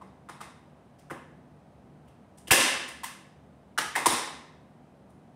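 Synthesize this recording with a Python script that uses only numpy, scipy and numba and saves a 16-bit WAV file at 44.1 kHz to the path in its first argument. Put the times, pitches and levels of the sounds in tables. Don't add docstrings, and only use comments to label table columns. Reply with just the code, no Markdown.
import sys
import numpy as np
from scipy import signal
from scipy.io import wavfile
from scipy.ndimage import minimum_filter1d
from numba import njit

SR = 44100
rng = np.random.default_rng(int(sys.argv[2]) if len(sys.argv) > 2 else 0)


def int16_out(signal):
    q = np.round(np.clip(np.atleast_2d(signal).T, -1, 1) * 32767)
    wavfile.write(sys.argv[1], SR, q.astype(np.int16))


def natural_amplitude(level_db):
    exponent = np.asarray(level_db, float) / 20
    return 10 ** exponent


N = 236180
EDGES = 25 * 2 ** np.arange(0, 9.5, 1 / 3)
CENTRES = np.sqrt(EDGES[1:] * EDGES[:-1])
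FAINT = 1e-18 * np.cos(np.arange(N + SR))


def at_hz(points, hz):
    points = np.array(points)
    return np.interp(np.log(hz), np.log(points[:, 0]), points[:, 1])


def bank(pair):
    bands = []
    for k, (low, high) in enumerate(zip(EDGES, EDGES[1:])):
        band_pass = signal.butter(2, [low, high], "band", fs=SR, output="sos")
        bands.append(signal.sosfilt(band_pass, pair[k % 2]))
    return np.array(bands)


def drift(rate_hz):
    r = np.exp(-80 * np.pi * rate_hz / SR)
    noise = rng.standard_normal(N // 40 + 2002)
    slow = signal.lfilter([1], [1, -2 * r, r * r], noise)[2000:]
    return np.interp(np.arange(N) / 40, np.arange(len(slow)), slow / slow.std())


def ring(clicks, hz, t60):
    r = natural_amplitude(-60 / (t60 * SR))
    w = 2 * np.pi * hz / SR
    return signal.lfilter([0, np.sin(w)], [1, -2 * r * np.cos(w), r * r], clicks + FAINT[:len(clicks)])


def resonance(x, hz, width_hz):
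    r = np.exp(-np.pi * width_hz / SR)
    zeros = np.array([1, 0, -1]) * (1 - r * r) / 2
    poles = [1, -2 * r * np.cos(2 * np.pi * hz / SR), r * r]
    return signal.lfilter(zeros, poles, x + FAINT[:np.shape(x)[-1]])


def add_resonances(x, modes):
    return x + sum(natural_amplitude(db) * resonance(x, hz, width_hz) for hz, width_hz, db in modes)


# f/Hz, level/dB per Hz
AIR_COLOUR = [(15, -43), (30, -28.5), (59, -4), (149, -1.5), (260, -11.5), (720, -6.5), (1260, -17),
              (16000, -50.5)]
# f/Hz, width/Hz, level/dB
HALL_MODES = [(74.6, 3.2, 8.5), (150, 5.9, 10), (195.4, 6.4, 7), (243, 75, 10)]
# t/s, half length/s, level/dB
TRAFFIC_SWELLS = [(0.364, 0.11, 0), (1.268, 0.13, 2.5), (1.9, 0.068, 3.5), (3.106, 0.3, -0.5),
                  (5.201, 0.078, 0.5)]


def air(level_db=-54.5, hiss_db=-92, patchy_db=0.9):
    t = np.arange(N) / SR
    swell_db = sum(db * np.exp(-((t - s) / half_s) ** 2) for s, half_s, db in TRAFFIC_SWELLS)
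    bands = bank(rng.standard_normal((2, N + SR // 4)))[:, SR // 4:]
    out = np.zeros(N)
    for band, hz in zip(bands, CENTRES):
        moving = natural_amplitude(swell_db + patchy_db * drift(2.1)) if hz < 400 else 1
        out += band * natural_amplitude(at_hz(AIR_COLOUR, hz)) * moving
    out = add_resonances(out, HALL_MODES)
    return natural_amplitude(level_db) * out / out.std() + natural_amplitude(hiss_db) * rng.standard_normal(N)


THUMP_TIMES = [
    2.513,
    4.062,
    1.105,
]
# level/dB, f/Hz, t60/s
THUMPS = [(-5, 110, 0.026), (-32.5, 114, 0.017), (-51, 150, 0.53)]


def thump():
    out = np.zeros(N)
    for s, (db, hz, t60) in zip(THUMP_TIMES, THUMPS):
        push = np.zeros(N)
        push[round(s * SR)] = natural_amplitude(db)
        out += ring(push, hz, t60)
    return out


# delay/s, spread/s, level/dB, extra treble/dB per octave
ECHOES = [(.0004, 0.00068, 1.6, -1.5), (.0035, 0.0023, -1.5, -3), (.0056, 0.0017, 5, -4.5),
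          (.0088, .0017, 3.5, 2), (0.011, 0.017, -8, -4.5), (0.058, 0.0069, -11.5, -5.5)]
# f/Hz, t60/s
HALL_T60 = [(100, 0.47), (260, .7), (700, 0.68), (1800, 0.7), (4800, 0.6), (9000, 0.45), (12500, .33),
            (15500, 0.18)]


def hallway(tail_db=2.5, tail_rise_s=0.0018):
    t = np.arange(SR) / SR
    tail = natural_amplitude(tail_db) * (1 - np.exp(-t / tail_rise_s)) * rng.standard_normal((2, SR))
    answer = bank(tail) * natural_amplitude(-60 * t / at_hz(HALL_T60, CENTRES)[:, None])
    early = t[:SR // 8]
    octaves = np.log2(CENTRES / 2000)[:, None]
    for delay_s, spread_s, db, tilt_db in ECHOES:
        age = np.maximum(early - delay_s, 0) / spread_s
        noise = rng.standard_normal((2, len(early)))
        bunch = bank(noise * age * np.exp(1 - age) + FAINT[:len(early)])
        answer[:, :len(early)] += bunch * natural_amplitude(db + tilt_db * octaves)
    return answer


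# delay/s, level/dB
PATHS = [
    (.0003, 1.5),
    (.0068, 4),
    (0.0109, 3),
]


def knock(hz, swell_cycles=1.1):
    paths = np.array(PATHS)
    t = np.arange(SR // 16) / SR
    cycles = np.maximum(t - paths[:, :1], 0) * hz
    age = cycles / swell_cycles
    swing = age * np.exp(1 - age) * np.sin(2 * np.pi * cycles)
    return natural_amplitude(paths[:, 1]) @ swing


COLOUR_HZ = [60, 130, 450, 900, 4500, 9500, 15000]


def contacts(table, modes, places, tick_over_db, over_tick_db):
    under_thud_db = -16
    part_width, part_db = 0.46, 0.5
    out = np.zeros(N + SR)
    for k, (s, db, thud_db, hard_db, hz) in enumerate(table):
        tick_db = hard_db + tick_over_db
        tone_db = [thud_db + 2 * under_thud_db, thud_db + under_thud_db, thud_db, 0,
                   hard_db, tick_db, tick_db + over_tick_db]
        colour = np.transpose([COLOUR_HZ, tone_db])
        heard = natural_amplitude(db + at_hz(colour, CENTRES)) @ places[k % len(places)]
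        heard[:SR // 16] += natural_amplitude(db + at_hz(colour, hz)) * knock(hz)
        struck_part = natural_amplitude(part_db) * resonance(heard, hz, part_width * hz)
        out[round(s * SR):][:SR] += heard + struck_part
    return add_resonances(out, modes)[:N]


# f/Hz, width/Hz, level/dB
STAPLER_ON_TILE = [(265, 40, 5), (325, 40, 3), (830, 50, 1), (960, 60, -3), (1050, 60, 1), (1830, 80, 0),
                   (2090, 140, 2), (2570, 100, -2), (3650, 350, 2), (5050, 200, 1), (5600, 100, -3)]
# t/s, level/dB, wood thud/dB, hardness/dB, struck part f/Hz
LIFTING = [(.012, -50, 3, -21, 1080), (.065, -76, -15.5, -6, 4250), (.287, -43.5, -4, -13.5, 1310),
           (.312, -62.5, -11, -5, 2000), (.405, -43, -5, -9.5, 1220)]


def lift(places):
    return contacts(LIFTING, STAPLER_ON_TILE, places, tick_over_db=-2.0, over_tick_db=-12)


# f/Hz, width/Hz, level/dB
HEEL = [(300, 60, 5), (840, 60, 2), (1250, 90, 2), (1680, 90, 1), (2000, 90, 0), (3000, 200, 1),
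        (5700, 400, -4)]
# t/s, level/dB, wood thud/dB, hardness/dB, struck part f/Hz
FIRST_TOUCH = [
    (3.7765, -28.5, -4, -2.5, 1496),
]
# t/s, level/dB, wood thud/dB, hardness/dB, struck part f/Hz
SETTING_DOWN = [(3.953, -25, -8.5, -12.5, 1835), (3.969, -37, -0.5, -14, 854),
                (4.0575, -18.5, 2.5, -2.2, 1026)]


def set_down(places):
    landed = contacts(FIRST_TOUCH, HEEL, places[3:], tick_over_db=-5.4, over_tick_db=-6.5)
    bounced = contacts(SETTING_DOWN, STAPLER_ON_TILE, places, tick_over_db=1, over_tick_db=-10)
    return landed + bounced


# f/Hz, width/Hz, level/dB
STAPLER_ON_FRAME = [(262, 30, 12), (322, 35, 7), (522, 45, 4), (1060, 60, 2), (1745, 80, 4), (2050, 70, 2),
                    (2700, 150, 1), (2935, 60, 0), (3210, 60, 1), (3550, 90, 0), (5030, 140, 0),
                    (5830, 160, -5)]
# t/s, level/dB, wood thud/dB, hardness/dB, struck part f/Hz
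PRESSING = [(.986, -61, -19, -10.5, 5400), (1.099, -38.5, -11, -21, 1380), (1.104, -38, 0, -24.5, 2000),
            (2.047, -85, -6.5, -5.5, 5180), (2.075, -66.5, 3, -9.5, 2933), (2.374, -67.5, -3.5, 1.5, 8130),
            (2.472, -48.5, 1.5, -2.5, 3000), (2.506, -22.5, 1, -10, 1550), (2.5087, -12, -5, 0.5, 2433),
            (2.5125, -16, 1, 1.7, 822), (2.524, -15.5, -3, -3, 1680), (2.878, -51.5, -18, -3, 7900),
            (3.033, -41.5, -27.5, -2, 943), (3.0355, -41, -42, -7.5, 1900), (5.095, -85.5, -2, 3, 9500)]


def press_and_fire(places):
    return contacts(PRESSING, STAPLER_ON_FRAME, places, tick_over_db=-0.5, over_tick_db=-4)


def scene():
    places = [hallway() for place in range(4)]
    stapler = lift(places) + press_and_fire(places) + set_down(places)
    return (air() + thump() + stapler)[None]


@njit
def follow(wanted_db, fall, rise):
    out, now = np.empty_like(wanted_db), 0.
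    for i in range(len(wanted_db)):
        now += (wanted_db[i] - now) * (fall if wanted_db[i] < now else rise)
        out[i] = now
    return out


def limiter(x):
    ceiling_db, look_ahead_s = -5.5, 0.0015
    attack_s, release_s = 0.00009, 0.08
    wanted_db = np.minimum(ceiling_db - 20 * np.log10(np.abs(x[0]) + 1e-9), 0)
    ahead = round(look_ahead_s * SR)
    wanted_db = minimum_filter1d(wanted_db, size=2 * ahead + 1)
    return x * natural_amplitude(follow(wanted_db, 1 / (attack_s * SR), 1 / (release_s * SR)))


def low_pass(x):
    return signal.sosfilt(signal.butter(12, 16990, fs=SR, output="sos"), x)


def record(dry):
    port = natural_amplitude(3) * resonance(dry, 9106, width_hz=1300)
    housing_dip = 0.16 * resonance(dry, 4910, width_hz=360)
    x = dry + port - housing_dip
    x = signal.sosfilt(signal.butter(3, 50, "high", fs=SR, output="sos"), x)
    x = signal.sosfilt(signal.cheby2(14, 50, 16200, fs=SR, output="sos"), x)
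    return low_pass(limiter(x))


dry = scene()
out = record(dry)
int16_out(out)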